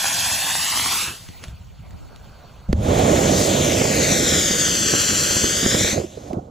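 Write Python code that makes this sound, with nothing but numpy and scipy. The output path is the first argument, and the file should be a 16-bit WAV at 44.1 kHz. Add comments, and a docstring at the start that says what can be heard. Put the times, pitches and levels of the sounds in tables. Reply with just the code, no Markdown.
"""Two rocket hops over a grass field.

The first is heard from far off, then a cut takes us close to the second; each has its own two-port
microphone. A jet is roar, rush and hiss with pressure pops. It arrives twice, straight and off the
grass, so notches slide as the rocket climbs and sinks. Between the burns: a landing, wind on the
ports, insects and evening air."""
import sys
import numpy as np
from scipy import signal
from scipy.fft import rfft, irfft, next_fast_len
from scipy.io import wavfile
from scipy.ndimage import uniform_filter1d, map_coordinates

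SR = 44100
rng = np.random.default_rng(int(sys.argv[2]) if len(sys.argv) > 2 else 0)


def store_wav(level_fs):
    """Save 16-bit WAV to argv[1]."""
    pcm = np.round(np.clip(np.atleast_2d(level_fs), -1, 1) * 32767)
    wavfile.write(sys.argv[1], SR, pcm.T.astype(np.int16))


N = 286650

# The far jet burns evenly, then dies, the hiss first. One row each for roar, rush and hiss.
# Each row: level in dB, burnout in seconds, t60 in seconds.
FAR_BURN = [(-43.5, 1.12, 0.13), (-31, 1.078, 0.25), (-25.5, 1.024, 0.47)]
# Their spectra at the right port, a list a layer. Each row: frequency in Hz, relative level in dB.
FAR_SPECTRA = ([(20, -29), (70, -3.5), (150, -5.5), (350, -7), (700, -17), (1500, -120)], [(150, -59),
               (350, -3.5), (800, 3), (1500, 2), (2800, 1), (3600, -4.5), (6000, -120)], [(1500, -120),
               (2600, -4), (3500, -3), (7500, -3), (8300, -6.5), (10500, -5), (12000, -1.5), (13500, -11),
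               (16000, 0)])
# What the grass returns to each microphone. Each row: frequency in Hz, gain in dB.
FAR_ECHO = [(300, -4), (1300, -4.5), (2500, -5.5), (4000, -8), (6000, -11), (9000, -20)]
NEAR_ECHO = [(500, -6), (1200, -8), (2300, -6.5), (3800, -.4), (5300, -5), (7500, -6), (9500, -16)]
# Left port against right. Each row: frequency in Hz, gain in dB, lead in radians, likeness from 0 to 1.
FAR_PORTS = [(50, -1.5, 0, .9), (250, -3.5, .2, .92), (520, -8, .65, .96), (1200, -2.5, .6, .96),
             (2000, 0, 0, 1), (4200, 0, 0, 1), (4700, 3, -.8, .6), (5200, -1, -4, .55),
             (5800, 0, -2 * np.pi, 1), (8100, 0, -2 * np.pi, 1), (9000, 0, -7.4, .7), (11500, 0, -8.4, .76),
             (13000, 0, -3 * np.pi, 1), (16000, 0, -3 * np.pi, 1)]
NEAR_PORTS = [(50, 0, 0, 1), (150, -.7, -.14, 1), (300, -2.8, -.38, 1), (550, -11, -.9, .97),
              (700, -22, -2, .6), (950, -8.5, -3.8, .95), (1700, -3, -4.8, .88), (2250, 4.5, -5.8, .78),
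              (2750, -1, -6.8, .8), (3500, -.3, -6.28, 1), (4800, 0, -6.3, .98), (5300, -2.5, -5.9, .83),
              (6500, 6, -5.5, .86), (7900, 5, -5.5, .65), (9000, 0, -7.8, .4), (10800, -9, -5.6, .25),
              (12800, 1, -6.2, .85), (15000, 0, -6.25, .92)]
# Pressure pops in the flame. Each row: time in seconds, level in dB.
FAR_POPS = [(.044, -10), (.0565, -10.5), (0.164, -19), (0.4666, -18), (0.5532, -8.5), (0.774, -9),
            (.7971, -9), (0.861, -11)]
NEAR_POPS = [(3.297, -23), (3.8177, -2.5), (3.8553, -6), (4.002, -9), (4.1226, -7), (4.327, -13),
             (4.51, -9), (4.5476, -16), (4.9386, -2), (4.9508, -9), (5.1329, -15), (5.3096, -12),
             (5.368, -7.5), (5.4427, -5.5), (5.631, -12), (5.6463, -10), (5.6629, -2.5), (5.7242, -11),
             (5.7491, -4), (5.771, -17), (5.8135, -11), (5.8492, -8), (5.9317, -11), (5.9796, -8.5)]
# The field between burns. 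Each row: time in seconds, then rumble, smoulder, air and wind in dB.
FIELD_LEVELS = [(1.05, -67, -78, -76, -64), (1.12, -48, -48, -53, -63), (1.3, -55, -53.5, -49.5, -43),
                (1.45, -44, -43.5, -51, -58), (1.55, -49, -55.5, -58, -42), (1.78, -43.5, -56.5, -60, -45),
                (1.92, -42.5, -49.5, -57, -38), (2.2, -47, -47.5, -57, -44), (2.42, -49, -47.5, -57, -54),
                (2.7, -43, -48.5, -58.5, -60)]
# The spectra of those four. Each row: frequency in Hz, relative level in dB.
RUMBLE_SPECTRUM = [(20, -26), (50, 2), (90, 0.5), (180, -11.5), (300, -32), (600, -120)]
SMOULDER_SPECTRUM = [(150, -2), (350, -11), (650, -6), (1100, -11.5), (1600, -14), (1900, -34),
                     (3000, -120)]
AIR_SPECTRUM = [(1000, -60), (1900, -4), (3000, -2.5), (4290, -5.5), (4420, 3.5), (4560, -8), (7500, -10.5),
                (8500, -20), (10500, -16), (12500, -16), (14800, -1), (16000, 7)]
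WIND_SPECTRUM = [(20, -30), (70, 0), (130, 0), (230, -10), (400, -20), (650, -19), (1000, -30),
                 (2000, -120)]
# Low thuds after the first burn. Each row: centre in seconds, level in dB, length in ms.
THUDS = [(1.225, -37, 50), (1.305, -30.5, 40), (1.49, -33, 44), (1.535, -32, 74), (1.616, -36, 56),
         (1.82, -46, 80), (1.89, -51, 40), (1.95, -44, 42), (2.66, -52, 30)]
# Dry cracks. Each row: start in seconds, level in dB, t60 in ms.
FAR_CRACKS = [(1.287, -17.5, 18), (1.4392, -10.5, 18), (1.482, -18.5, 12), (1.9076, -27, 22),
              (2.161, -21.5, 12)]
NEAR_CRACKS = [(2.7282, -1.5, 19), (6.3315, -13.5, 18)]
# The legs knock the ground. Each row: time in seconds, level in dB, width in ms.
TOUCHDOWN = [(1.292, -26.5, 1.4), (1.303, -32, 1.1)]
# The spent rocket scuffs the grass. Each row: centre in seconds, level in dB, length in ms.
SCUFFS = [(1.44, -47.5, 48), (1.485, -56, 120)]
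# Pressure heaves before the near jet sets in. Each row: time in seconds, level in dB, width in ms.
IGNITION_HEAVES = [(2.6945, -13, 3), (2.704, -29, 1.6), (2.712, -28, 1), (2.72, -25, 3.5),
                   (2.7306, -0.5, 0.42)]
# The jet from close by. Each row: time in seconds, roar of the blast in dB, rush of the flame in dB.
NEAR_JET_LEVELS = [(2.74, -39.5, -58.5), (2.8, -33.5, -48), (2.885, -20.5, -35.5), (2.96, -17, -29.5),
                   (3.22, -16.5, -27), (3.45, -21, -28), (3.6, -21, -28), (3.9, -22.5, -28),
                   (4.05, -21, -25.5), (4.35, -24.5, -26), (4.6, -29, -26.5), (5.3, -29, -26.5),
                   (5.92, -26.5, -27.5), (5.98, -26, -40.5), (6.09, -46.5, -52.5), (6.3, -37, -52.5),
                   (6.36, -31, -63), (6.43, -45, -66), (6.5, -43, -69)]
# Its boom, roar, rush, hiss and sizzle, a list a layer. Each row: frequency in Hz, relative level in dB.
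NEAR_SPECTRA = ([(12, -20), (30, -19), (90, -2.5), (140, -9.5), (220, -8.5), (500, -120)], [(60, -40),
                (130, -3), (220, -1.5), (400, 0), (600, 3.5), (900, -8.5), (1500, -21), (3000, -120)],
                [(400, -38), (900, -8), (1600, 0), (2300, -5), (3400, -1.5), (4400, -6), (5500, -54),
                (9000, -120)], [(2500, -120), (4000, -13), (4700, -6), (6200, -3), (7500, -4.5),
                (8300, -15.5), (9000, -29), (11000, -120)], [(6000, -120), (8000, -7.5), (9500, 4.5),
                (10500, -0.5), (11300, -6), (12500, -4), (15300, -8.5)])
# The lag by way of the grass, growing with height. Each row: time in seconds, delay in ms.
NEAR_ECHO_DELAY = [(2.7, .06), (3.2, .13), (3.6, .295), (3.85, .395), (4.15, .51), (4.45, .59),
                   (4.85, .662), (5.15, .687), (5.42, .657), (5.75, .567), (5.95, .48), (6.2, .2)]
# The hiss flares as the rocket leaves the pad. 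Each row: centre in seconds, level in dB, length in ms.
LIFTOFF_FLARE = [(3.42, -29, 280)]
# The motor tube hoots. Each row: centre in seconds, level in dB, pitch in Hz, length in ms.
CHUFFS = [(5.972, -14, 463, 8.8), (5.984, -15, 510, 14), (6.001, -14, 505, 14.6), (6.015, -18, 510, 11),
          (6.046, -21.5, 434, 30), (6.178, -20, 560, 12.3), (6.263, -31, 490, 12), (6.312, -18.5, 663, 14),
          (6.335, -15, 410, 12.6), (6.349, -25, 250, 6.5), (6.374, -17, 208, 12.3), (6.384, -19.5, 355, 15),
          (6.394, -25, 637, 14)]

CUT_S = 2.684  # from the far microphone to the near one
TOP_HZ, NEAR_TOP_HZ = 15850, 15300
FAR_DELAY_MS, FAR_SINK_MS_PER_S2 = 1.22, .41  # the grass echo closes in as the rocket sinks
FAR_CLEAR_MS, NEAR_CLEAR_MS, BLUR_DB_PER_MS = .8, .57, 27  # lower down, smoke and dust weaken the echo
TREES_DB, TREES_T60_S = -17.5, 1.0
BOOM_DB, HISS_DB, SIZZLE_DB = -13, -2.5, -12  # boom against the roar, hiss and sizzle against the rush
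HISS_DB_PER_MS, SIZZLE_DB_PER_MS = 10, 7.5  # brighter as the rocket climbs clear of its smoke
IGNITION_DB, IGNITION_T60_S, LINGER_DB = -18.5, 2.94, -43.5  # the boom fades to a lingering rumble
SURGE_BOOM_DB, SURGE_ROAR_DB, SURGE_MS = -19, -21, 18  # swells round each listed pop and hoot


def amp(db):
    return 10 ** (np.asarray(db) / 20)


def along(points, hz):
    """Each column after the first, read on a log frequency axis."""
    knots_hz, *columns = np.transpose(points)
    return [np.interp(np.log(hz + 1), np.log(knots_hz + 1), column) for column in columns]


def curve(rows):
    """One value per sample for each column after the time."""
    times, *columns = np.transpose(rows)
    return [np.interp(np.arange(N) / SR, times, column) for column in columns]


def wobble(rate):
    """A smooth random curve, rate knots a second."""
    return map_coordinates(rng.standard_normal(int(N * rate / SR) + 4), [np.arange(N) * rate / SR])


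def filtered(x, response):
    """x times a complex response of frequency."""
    size = next_fast_len(N + 8192)
    return irfft(rfft(x, size) * response(np.fft.rfftfreq(size, 1 / SR)), size)[..., :N]


def unit(pair):
    """Scales a pair so that the mean of its channels has rms 1."""
    return pair / pair.mean(axis=0).std()


def place(events):
    """Lays (start in seconds, wave) events on the first track of a silent pair."""
    track = np.zeros(N + SR)
    for s, wave in events:
        track[round(s * SR):][:len(wave)] += wave
    return np.array([track[:N], np.zeros(N)])


def swells(rows):
    """A gain that swells and fades. Each row: centre in seconds, level in dB, length in ms."""
    return place((s - ms / 2000, amp(db) * np.hanning(round(ms * SR / 1000))) for s, db, ms in rows)[0]


def fading(start_s, t60):
    """1 up to the start, then dying away."""
    return amp(-60 * np.maximum(np.arange(N) / SR - start_s, 0) / t60)


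def turbulence(spectrum, patchy_db):
    """Two unrelated noises of one spectrum that share patches of random gain."""
    bins = signal.stft(rng.standard_normal((2, N)), nperseg=512)[2]
    patches = uniform_filter1d(rng.standard_normal(bins.shape[1:]), size=10, axis=0)
    patches = uniform_filter1d(patches, size=6, axis=1)
    pair = signal.istft(bins * amp(patchy_db * patches / patches.std()), nperseg=512)[1][:, :N]
    return filtered(pair, lambda hz: amp(along(spectrum, hz)[0]))


def jet(gains, spectra, lumps_db, to_mic, patchy_db):
    """Eddies from large to small, each size in its own lumps; one flutter of the flame moves them all."""
    flutter_db = .5 * wobble(7.8) + .42 * wobble(40)
    flame = 0
    for gain, spectrum, lump_db in zip(gains, spectra, lumps_db):
        unrest = amp(flutter_db + lump_db * wobble(50))
        flame += gain * unit(unrest * to_mic(turbulence(spectrum, patchy_db)))
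    return flame


def far_burn(db, burnout_s, t60):
    """The gain of an even flame, its quick death and the slower answer of the tree line."""
    return amp(db) * (fading(burnout_s, t60) + amp(TREES_DB) * fading(burnout_s, TREES_T60_S))


def grass_bounce(pair, delay_ms, clear_ms, echo):
    """Adds the later copy off the ground; the blades scatter its treble away."""
    late = np.arange(N) - SR / 1000 * delay_ms
    dull = filtered(pair, lambda hz: amp(np.minimum(along(echo, hz)[0], 0)))
    through_smoke = amp(-BLUR_DB_PER_MS * np.maximum(clear_ms - delay_ms, 0))
    return pair + through_smoke * [map_coordinates(x, [late]) for x in dull]


def mic_ports(pair, table):
    """The right port hears the first signal; the left, that one shaded and shifted, plus the second."""
    def response(hz):
        db, lead, alike = along(table, hz)
        alike = np.clip(alike, 0, 1)
        return amp(db) * np.exp(1j * lead) * [alike, np.sqrt(1 - alike ** 2)]
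    return np.array([filtered(pair, response).sum(axis=0), pair[0]])


def pressure_pulses(rows):
    """Pops, knocks and heaves: a quick push peaking on the given time, then a slower, weaker pull."""
    def pulse(s, db, width_ms):
        age = np.arange(SR // 20) / (SR / 1000 * width_ms)
        wave = age * age * (3 - age) * np.exp(-age)
        return s - wave.argmax() / SR, amp(db) * wave / wave.max()
    return place(pulse(*row) for row in rows)


def low_rumble(gain):
    """An uneven rumble with low thuds, reaching both ports alike."""
    low = turbulence(RUMBLE_SPECTRUM, patchy_db=1)[0] * amp(2 * wobble(25))
    return (gain + swells(THUDS)) * low / low.std()


def port_wind(gain):
    """Gusts on the microphone push its two ports mostly in opposite sense."""
    opposed, common = turbulence(WIND_SPECTRUM, patchy_db=.5) * amp(1.2 * wobble(30.9) + 2.5 * wobble(8.07))
    wind = np.array([.15 * common - opposed, .15 * common + opposed])
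    return gain * wind / wind.std()


def smoulder(gain):
    """The spent motor smoulders out in the field, a dull patchy noise."""
    return gain * unit(mic_ports(turbulence(SMOULDER_SPECTRUM, patchy_db=2.5), FAR_PORTS))


def evening_air(gain):
    """A thin hiss round the far microphone, with insects as a narrow band near 4.4 kHz."""
    return gain * unit(mic_ports(turbulence(AIR_SPECTRUM, patchy_db=2.5), FAR_PORTS))


def cracks(rows, corner_hz):
    """Bursts of noise that die at once, their treble rolled off."""
    ms = np.arange(SR // 20) * 1000 / SR
    bursts = place((s, amp(db - 9 - 60 * ms / t60) * rng.standard_normal(len(ms))) for s, db, t60 in rows)
    return filtered(bursts, lambda hz: 1 / (1 + 1j * hz / corner_hz) ** 2)


def far_hop():
    """From across the field: the first rocket sinks, burns out and lands, and the evening comes through."""
    delay_ms = np.maximum(FAR_DELAY_MS - FAR_SINK_MS_PER_S2 * (np.arange(N) / SR) ** 2, 0)
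    to_mic = lambda x: mic_ports(grass_bounce(x, delay_ms, FAR_CLEAR_MS, FAR_ECHO), FAR_PORTS)
    gains = [far_burn(*row) + swells(SCUFFS) for row in FAR_BURN]
    flame = jet(gains, FAR_SPECTRA, lumps_db=(.8, 1, .6), to_mic=to_mic, patchy_db=1.7)
    pops = to_mic(pressure_pulses((s, db, .11) for s, db in FAR_POPS))
    landing = mic_ports(pressure_pulses(TOUCHDOWN) + cracks(FAR_CRACKS, corner_hz=6000), FAR_PORTS)
    rumble, embers, air, gusts = amp(curve(FIELD_LEVELS))
    field = low_rumble(rumble) + port_wind(gusts) + smoulder(embers) + evening_air(air)
    return flame + pops + landing + field


def near_burn(delay_ms):
    """Gains of boom, roar, rush, hiss and sizzle: pops swell the low end, height lifts the treble."""
    roar, rush = amp(curve(NEAR_JET_LEVELS))
    surge = swells((s, db, SURGE_MS) for s, db, *_ in NEAR_POPS + CHUFFS)
    ignition = amp(IGNITION_DB) * fading(CUT_S, IGNITION_T60_S)
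    flare = swells(LIFTOFF_FLARE)
    boom = amp(LINGER_DB) + amp(BOOM_DB) * roar + ignition + amp(SURGE_BOOM_DB) * surge
    hiss = rush * amp(HISS_DB + HISS_DB_PER_MS * delay_ms) + flare
    sizzle = rush * amp(SIZZLE_DB + SIZZLE_DB_PER_MS * delay_ms) + amp(SIZZLE_DB) * flare
    return boom, roar + amp(SURGE_ROAR_DB) * surge, rush, hiss, sizzle


def sputter(count=16, from_s=3.0, to_s=5.93, mean_db=-19.5, range_db=8):
    """Small pops in the flame at random moments. Each row: time in seconds, level in dB."""
    when, size = rng.random((count, 2)).T
    return list(zip(from_s + (to_s - from_s) * when, mean_db + range_db * (size - .5)))


def chuffs():
    """As the flame gutters, the tube's air column hoots for a few rough cycles at a time."""
    def hoot(s, db, hz, length_ms):
        n = round(length_ms * SR / 1000)
        drift = 1 + .15 * np.cumsum(rng.standard_normal(SR // 20))[:n] / np.sqrt(n)
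        tone = np.sin(2 * np.pi * np.cumsum(hz * drift) / SR)
        return s - length_ms / 2000, amp(db) * np.hanning(n) * tone
    return place(hoot(*row) for row in CHUFFS)


def near_hop():
    """Close to the pad: the second rocket lights, climbs, sinks and gutters out."""
    delay_ms, = curve(NEAR_ECHO_DELAY)
    to_mic = lambda x: mic_ports(grass_bounce(x, delay_ms, NEAR_CLEAR_MS, NEAR_ECHO), NEAR_PORTS)
    gains = near_burn(delay_ms)
    flame = jet(gains, NEAR_SPECTRA, lumps_db=(.5, .49, .77, .67, .98), to_mic=to_mic, patchy_db=.77)
    pops = to_mic(pressure_pulses((s, db, .24) for s, db in NEAR_POPS + sputter()))
    near_ground = pressure_pulses(IGNITION_HEAVES) + chuffs() + cracks(NEAR_CRACKS, corner_hz=3540)
    return flame + pops + mic_ports(near_ground, NEAR_PORTS)


def scene():
    """The far microphone, then a 5 ms crossfade to the near one."""
    fade = np.clip((np.arange(N) / SR - CUT_S) / .005, 0, 1)
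    far = filtered((1 - fade) * far_hop(), lambda hz: hz < TOP_HZ)
    near = filtered(fade * near_hop(), lambda hz: hz < NEAR_TOP_HZ)
    return far + near


def record(dry):
    """The highest peaks are rounded off; nothing is kept above the band limit."""
    rounded = dry / (1 + np.abs(dry / .8) ** 4) ** (1 / 4)
    return filtered(rounded, lambda hz: hz < TOP_HZ)


dry = scene()
out = record(dry)
store_wav(out)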